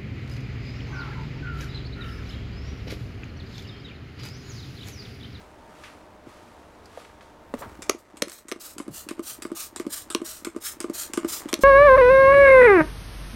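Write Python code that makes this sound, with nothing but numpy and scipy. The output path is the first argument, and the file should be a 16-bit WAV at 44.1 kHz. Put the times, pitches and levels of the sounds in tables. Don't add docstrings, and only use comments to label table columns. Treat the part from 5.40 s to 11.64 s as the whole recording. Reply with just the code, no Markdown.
import sys
import numpy as np
from scipy import signal
from scipy.fft import rfft, irfft
from scipy.io import wavfile

SR = 44100
rng = np.random.default_rng(int(sys.argv[2]) if len(sys.argv) > 2 else 0)


def to_wav(sig):
    pcm = np.clip(np.atleast_2d(sig), -1, 1) * 32767
    pcm = np.round(pcm).astype(np.int16)
    wavfile.write(sys.argv[1], SR, pcm.T)


N = 275013
TIME = np.arange(N) / SR
AFTER = TIME[:SR // 3]

# (frequency [Hz], relative level [dB])
ROOM_LEVEL = [(0, -50.5), (2.5, -51.5), (2.65, -59.5), (2.8, -53.5), (3.03, -63), (3.3, -55.5), (4.7, -56),
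              (5.1, -59), (6.24, -51)]
ROOM_SPECTRUM = [(12, -46), (20, -6), (74, 1), (146, -8), (198, -1.5), (270, -3.5), (301, -2.5),
                 (446, -3.5), (897, -4), (1000, -5.5), (1260, -11.5), (1400, -11), (1860, -16),
                 (16000, -44.5)]
# (frequency [Hz], mean amplitude over the rms of the air noise [dB])
FAN_HUM = [(304, -9), (608, -8.5), (913, -9.5)]
# (time [s], level [dB])
RUMBLE_LEVEL = [(2.0, -64), (2.2, -48), (2.47, -55.5), (2.65, -81), (3.4, -65), (5.3, -60)]
# (time [s], level [dB])
SLOSH_LEVEL = [(2.1, -61.5), (2.2, -51), (2.65, -60.5), (5.15, -57), (6.05, -47.5), (6.24, -57)]
# (time of maximum [s], relative level [dB], rise time [s], fall time [s])
SLEEVE_BRUSHES = [(0.01, -55.5, .05, 0.18), (.46, -50.5, .4, 0.31), (.89, -55, 0.074, 1),
                  (1.6, -50.5, 0.24, 0.25), (1.82, -59.5, 0.018, 0.31)]
BRUSH_DEPTH_DB = 25
# (frequency [Hz], relative level [dB])
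CLOTH_SPECTRUM = [(710, -56), (1200, 3), (1370, -5.5), (2980, -10.5), (9410, -19), (14200, -29.5),
                  (16000, -42)]
# (time [s], peak level [dB], pitch [Hz], bandwidth [Hz], rattle t60 [s])
HANDLING_BUMPS = [(.281, -40.5, 170, 220, .15), (0.437, -33.5, 1260, 1100, .028),
                  (.44, -33, 1500, 1600, 0.37), (.869, -35, 168, 220, .033),
                  (1.457, -41.5, 5000, 1800, .03), (1.574, -27, 558, 89, 0.049),
                  (1.649, -36.5, 1400, 1200, 0.031), (1.809, -36, 1270, 1590, 0.063),
                  (2.1395, -16.5, 387, 259, 0.023), (2.212, -30.5, 447, 250, .21),
                  (2.222, -27.5, 770, 400, 0.2), (2.259, -36, 100, 90, 0.096),
                  (3.485, -36, 114.7, 74, 0.12)]

# (time [s], relative knock level [dB], knock pitch [Hz], relative wall ring [dB], jet delay [s],
#  time to full pressure [s], time until release [s], mist level [dB], swell to full pressure [dB])
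SQUEEZE_STROKES = [(2.139, -24, 240, -9, 0.042, .02, 0.024, -45, 5),
                   (2.545, -33, 340, -19, 0.032, .02, 0.025, -58.5, 2),
                   (2.87, -34, 330, -16, .026, 0.03, 0.1, -45, 9),
                   (3.158, -36.5, 333, -1, .037, 0.069, 0.13, -42, 2.5),
                   (3.478, -26.5, 300, -14, 0.024, .062, 0.12, -37, 20.5),
                   (3.792, -24, 323, -7, 0.028, 0.069, 0.12, -34, 15.5),
                   (4.115, -23.5, 321, -10, 0.032, 0.06, .11, -33, 6),
                   (4.464, -21, 300, -12, 0.029, 0.042, 0.12, -30.5, 11),
                   (4.815, -24.5, 328, -6.5, 0.027, 0.059, 0.16, -36, 2.5),
                   (5.161, -22.5, 324, -7, .04, 0.064, .1, -30, 21.5),
                   (5.496, -21, 315, -13, 0.035, 0.087, 0.12, -31.5, 7),
                   (5.845, -19, 321, -4.5, 0.029, 0.061, 0.12, -30.5, 1.5),
                   (6.188, -25.5, 293, -24, 0.018, 0.017, 0.07, -37.5, -1)]
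# (time let go [s], relative tick level [dB], creak over tick [dB], valve lead [s], relative valve knock [dB],
#  time home [s], relative home knock [dB], knock pitch [Hz], relative wall ring [dB], relative home tick [dB])
RETURN_STROKES = [(2.421, -31, -1, .033, -35, 2.493, -18, 381.6, -2, -38),
                  (2.7701, -38.5, -3, 0.032, -40, 2.82, -20.5, 300, -20, -27),
                  (3.0839, -33.5, -3, .034, -42, 3.117, -25.5, 360, 2, -39),
                  (3.3818, -27, -6.5, 0.02, -36.5, 3.399, -25.5, 294, 0.5, -42),
                  (3.688, -25.5, -5.5, .024, -35, 3.709, -24.5, 316, -1.5, -33),
                  (4.0218, -29, 0, 0.036, -38.5, 4.05, -24.5, 327, -0.5, -42),
                  (4.361, -23.5, -8.5, .036, -43, 4.398, -23, 340, -4, -26.5),
                  (4.702, -25.5, -2.5, 0.036, -42.5, 4.748, -19, 329, 1.5, -30),
                  (5.0476, -22.5, -7.5, .029, -38, 5.068, -25, 328, -3, -45),
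                  (5.4033, -21, -8, .038, -42, 5.441, -21.5, 334, -5, -41),
                  (5.7351, -20, -9, 0.039, -36, 5.774, -16, 330, -4, -22.5),
                  (6.0875, -31, -1, .033, -26.5, 6.13, -16, 334, -4, -32)]
SLACK_S, SLACK_DB, SLACK_WALL_DB = 0.015, -15.5, -0.5
VALVE_HZ, VALVE_WALL_DB = 300, -17
FREE_DB, FREE_WALL_DB = -12, -5
# (pitch ratio, relative level [dB], nominal t60 [s])
CAVITY_MODES = [(.71, -5, 0.029), (1.04, -1, 0.045), (1.4, -10, .03), (1.87, -21, 0.091)]
# (frequency [Hz], relative level [dB], nominal t60 [s])
WALL_MODES = [(1041, -3, 0.027), (1200, -2.5, 0.038), (1482, -8.5, 0.029), (2160, -9, 0.022),
              (3000, -15.5, 0.025)]

SQUEEZE_TICK_S, SQUEEZE_TICK_DB = .002, -15.5
STOP_CREAK_DB = -11.5
# (time [s], relative level [dB])
AIR_SPITS = [(2.882, -31.5), (2.8968, -29), (2.9182, -30)]
SPIT_FIZZ_DB = -16
# (frequency [Hz], bandwidth [Hz], relative level [dB])
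TRIGGER_RESONANCES = [(1160, 490, -2), (2260, 740, -4), (3150, 1030, -6.5), (5000, 930, -6.5),
                      (7340, 1140, -4), (8600, 390, -0.5), (9630, 780, -7.5), (12500, 3600, -18)]

# (frequency [Hz], relative level [dB])
MIST_SPECTRUM = [(290, -48), (500, -32), (631, -2), (773, -21), (1180, -2.5), (1640, -7), (2430, -7.5),
                 (3700, -4), (4150, -2), (4660, -3), (6420, -0.5), (8830, 1.5), (10200, -5), (13400, -1.5),
                 (16000, -8)]
JET_ATTACK_S, JET_SAG_DB_PER_S, JET_RELEASE_DB_PER_S = .012, 133, 303

# (time [s], relative level [dB], crack pitch [Hz], relative spring ring [dB], relative clack [dB])
STOP_SNAPS = [(2.4960, -14.5, 1700, 5, 10), (2.4969, -18, 6000, 3, 9), (2.82, -25, 4530, -14, 8.5),
              (2.8222, -12, 5000, -4, 2.5), (3.1156, -22.5, 3400, -8, 0), (3.1221, -22.5, 1600, -13, -3.5),
              (4.7486, -12, 3000, -37, -12), (6.1291, -16, 3000, -14, -19), (6.1404, -11, 3600, -25, -30)]
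# (frequency [Hz], bandwidth [Hz], relative level [dB])
HEAD_RESONANCES = [(1200, 330, 3.5), (2150, 860, -0.5), (2890, 1100, -1), (4270, 320, -2.5),
                   (5670, 990, -4.5), (8750, 1300, -2.5), (11600, 2700, -9)]
# (frequency [Hz], relative level [dB], nominal t60 [s])
SPRING_MODES = [(3990, -34, 0.02), (5080, 11, 0.013), (5560, -7, 0.04), (5800, 6.5, 0.014),
                (6000, -1.5, 0.058), (6300, 14.5, 0.012), (7000, -13, 0.047), (10980, -0.5, 0.019)]
# (frequency [Hz], relative level [dB], nominal t60 [s])
NECK_MODES = [(484, 0, 0.024), (604, -3, 0.031), (1200, -0.5, 0.019), (1440, 1.5, 0.0075),
              (1890, -1.5, 0.0067)]

# (delay [s], level [dB])
NEAR_ECHOES = [(.0031, -26.5), (.0087, -27), (0.0142, -21.5)]
CUTOFF_HZ = 15900


def from_db(db):
    return 10 ** (np.asarray(db) / 20)


def rms_one(x):
    return x / np.sqrt(np.mean(x ** 2) + 1e-20)


def level(rows):
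    s, db = np.transpose(rows)
    return from_db(np.interp(TIME, s, db))


def add(out, s, sound):
    at = round(s * SR)
    out[at:at + len(sound)] += sound[:N - at]


def dying(t60):
    return np.exp(-np.log(1000) * AFTER / t60)


def drift(rate):
    knots = rng.standard_normal(N // 20)
    return rms_one(np.interp(TIME * rate, np.arange(len(knots)), knots))


def coloured(x, spectrum):
    hz, db = np.transpose(spectrum)
    bins = np.maximum(np.fft.rfftfreq(N, 1 / SR), 1)
    gain = from_db(np.interp(np.log(bins), np.log(hz), db))
    return rms_one(irfft(rfft(x) * gain, N))


def resonate(x, resonances):
    out = 0
    for k, (hz, width, db) in enumerate(resonances):
        r = np.exp(-np.pi * width / SR)
        poles = [1, -2 * r * np.cos(2 * np.pi * hz / SR), r * r]
        band = signal.lfilter([1, 0, -1], poles, x + 1e-18)
        out = out + (-1) ** k * from_db(db) * (1 - r * r) / 2 * band
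    return out


def ring(modes, spread_db, pitch=1):
    out = 0
    for k, (hz, db, t60) in enumerate(modes):
        strength = (-1) ** k * from_db(db + spread_db * rng.standard_normal())
        decay = dying(t60 * from_db(rng.standard_normal()))
        out = out + strength * decay * np.sin(2 * np.pi * hz * pitch * AFTER)
    return out


def burst(t60):
    crack = rng.standard_normal(len(AFTER)) * dying(t60)
    return crack / np.linalg.norm(crack)


def contact(t60, rattle_db):
    return (AFTER == 0) + from_db(rattle_db) * burst(t60)


def grains(per_s, spread_db, size):
    strength = from_db(spread_db * np.minimum(rng.exponential(1, size), 4))
    struck = rng.random(size) < per_s / SR
    return rms_one(struck * strength * rng.choice([-1, 1], size))


def room_tone():
    turns = TIME + np.cumsum(.002 * drift(4)) / SR
    hum = 0
    for hz, db in FAN_HUM:
        hum = hum + from_db(db + 2 * drift(4)) * np.sin(2 * np.pi * hz * turns)
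    return level(ROOM_LEVEL) * (coloured(rng.standard_normal(N), ROOM_SPECTRUM) + hum)


def rumble():
    spectrum = [(20, -4.5), (45, -11.0), (70, 4), (130, -7.5), (400, -39)]   # (frequency [Hz], level [dB])
    return level(RUMBLE_LEVEL) * coloured(rng.standard_normal(N), spectrum)


def slosh():
    splashes = grains(per_s=900, spread_db=3.5, size=N)
    through = resonate(splashes, [(316, 177, 3.5), (1200, 235, 1.5), (1840, 580, -4.0), (7400, 6000, -19.5)])
    return level(SLOSH_LEVEL) * rms_one(through)


def handling(sleeve_db=-1):
    brushing = 0
    for s, db, rise_s, fall_s in SLEEVE_BRUSHES:
        distance = np.maximum((s - TIME) / rise_s, (TIME - s) / fall_s)
        brushing = brushing + from_db(db - BRUSH_DEPTH_DB * distance)
    rustle = coloured(grains(per_s=9000, spread_db=2.5, size=N), CLOTH_SPECTRUM)
    out = from_db(sleeve_db) * brushing * rustle
    for s, db, hz, width, t60 in HANDLING_BUMPS:
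        struck = resonate(contact(t60, rattle_db=9), [(hz, width, 0)])
        bump = resonate(struck, [(hz, 2 * hz, 0)])
        add(out, s, from_db(db) * bump / np.abs(bump).max())
    return out


def piston_blows():
    blows = [(s, db, hz, wall_db) for s, db, hz, wall_db, *_ in SQUEEZE_STROKES]
    for s, tick_db, _, lead_s, valve_db, home_s, db, hz, wall_db, _ in RETURN_STROKES:
        blows.append((s - lead_s, valve_db, VALVE_HZ, VALVE_WALL_DB))
        blows.append((s, tick_db + FREE_DB, hz, FREE_WALL_DB))
        blows.append((home_s, db, hz, wall_db))
    for s, db, hz, *_ in SQUEEZE_STROKES[1:]:
        blows.append((s - SLACK_S, db + SLACK_DB, hz, SLACK_WALL_DB))
    return blows


def knocks(cavity_db=5, wall_db=-5, rattle_db=8, flex_s=0.00123, low_hz=140):
    out = np.zeros(N)
    for s, db, hz, hard_db in piston_blows():
        boom = from_db(cavity_db) * ring(CAVITY_MODES, spread_db=1.0, pitch=hz)
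        wall = from_db(wall_db + hard_db) * ring(WALL_MODES, spread_db=2.0)
        loose_parts = [(320, 450, 0), (1250, 380, hard_db), (2500, 1600, hard_db + 0.5)]
        rattle = from_db(rattle_db) * resonate(burst(t60=.08), loose_parts)
        add(out, s + flex_s, from_db(db) * (boom + wall + rattle))
    return signal.sosfilt(signal.butter(2, low_hz, "high", fs=SR, output="sos"), out + 1e-18)


def trigger_ticks():
    ticks = [(s + SQUEEZE_TICK_S, db + SQUEEZE_TICK_DB, STOP_CREAK_DB) for s, db, *_ in SQUEEZE_STROKES]
    for s, db, creak_db, _, _, home_s, *_, home_db in RETURN_STROKES:
        ticks += [(s, db, creak_db), (home_s, home_db, STOP_CREAK_DB)]
    return ticks + [(s, db, SPIT_FIZZ_DB) for s, db in AIR_SPITS]


def clicks(click_db=19, creak_db=13, creak_t60=0.16, slip_db=-5):
    out = np.zeros(N)
    for s, db, drag_db in trigger_ticks():
        slips = grains(per_s=1500, spread_db=3, size=len(AFTER)) * dying(creak_t60)
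        slips = signal.fftconvolve(slips, burst(t60=0.0075))[:len(AFTER)]
        creak = from_db(creak_db + drag_db) * slips / np.linalg.norm(slips)
        tick = contact(t60=.014, rattle_db=5)
        add(out, s, from_db(db) * (tick + creak))
        second_slip = from_db(db + slip_db) * burst(t60=.012)
        add(out, s + rng.uniform(.007, .011), second_slip)
    return from_db(click_db) * resonate(out, TRIGGER_RESONANCES)


def jet_level(rise_s, length_s, swell_db):
    swell = -swell_db * np.maximum(1 - AFTER / rise_s, 0)
    sag = -JET_SAG_DB_PER_S * np.maximum(AFTER - rise_s, 0)
    release = -JET_RELEASE_DB_PER_S * np.maximum(AFTER - length_s, 0)
    return np.minimum(AFTER / JET_ATTACK_S, 1) * from_db(swell + sag + release)


def mist(droplets_db=-13, flutter_db=1.85, mirror_db=-9, scatter_db=-5):
    droplets = grains(per_s=6000, spread_db=3.5, size=N)
    spray = coloured(rng.standard_normal(N) + from_db(droplets_db) * droplets, MIST_SPECTRUM)
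    hiss = spray * from_db(flutter_db * drift(140))
    out = np.zeros(N)
    for s, *_, delay_s, rise_s, length_s, db, swell_db in SQUEEZE_STROKES:
        paths = contact(t60=.06, rattle_db=scatter_db)
        paths[round(rng.uniform(.0005, .0011) * SR)] += from_db(mirror_db)
        stretch = np.roll(hiss, -round(s * SR))[:len(AFTER)]
        jet = from_db(db) * jet_level(rise_s, length_s, swell_db) * stretch
        add(out, s + delay_s, signal.fftconvolve(jet, paths / np.linalg.norm(paths)))
    return out


def snaps(crack_db=15.0, rattle_db=-8, spring_db=-14, clack_db=-8, edge_db=-6, low_hz=200):
    out = np.zeros(N)
    for s, db, crack_hz, ring_db, neck_db in STOP_SNAPS:
        blow = contact(t60=.004, rattle_db=0) + from_db(rattle_db) * burst(t60=0.041)
        hardened = from_db(edge_db) * blow + resonate(blow, [(crack_hz, crack_hz, 0)])
        crack = resonate(hardened, HEAD_RESONANCES)
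        crack = from_db(crack_db) * crack / np.linalg.norm(crack)
        spring = from_db(spring_db + ring_db) * ring(SPRING_MODES, spread_db=0.5)
        clack = from_db(clack_db + neck_db) * ring(NECK_MODES, spread_db=2)
        add(out, s, from_db(db) * (crack + spring + clack))
    return signal.sosfilt(signal.butter(2, low_hz, "high", fs=SR, output="sos"), out + 1e-18)


def workshop(x, tail_db=-15, t60=0.18, dull_hz=5000):
    tail = np.concatenate([np.zeros(SR // 100), burst(t60)])
    response = from_db(tail_db) * tail
    for delay, db in NEAR_ECHOES:
        response[round(delay * SR)] += from_db(db)
    soft = np.exp(-2 * np.pi * dull_hz / SR)
    dulled = signal.lfilter([1 - soft], [1, -soft], response)
    return x + signal.fftconvolve(x, dulled)[:N]


def scene():
    background = room_tone() + rumble()
    bottle = slosh() + handling() + knocks() + clicks() + mist() + snaps()
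    return (workshop(bottle) + background)[None]


def record(dry):
    rounded = np.tanh(dry)
    return signal.sosfilt(signal.ellip(10, .1, 80, CUTOFF_HZ, fs=SR, output="sos"), rounded)


dry = scene()
out = record(dry)
to_wav(out)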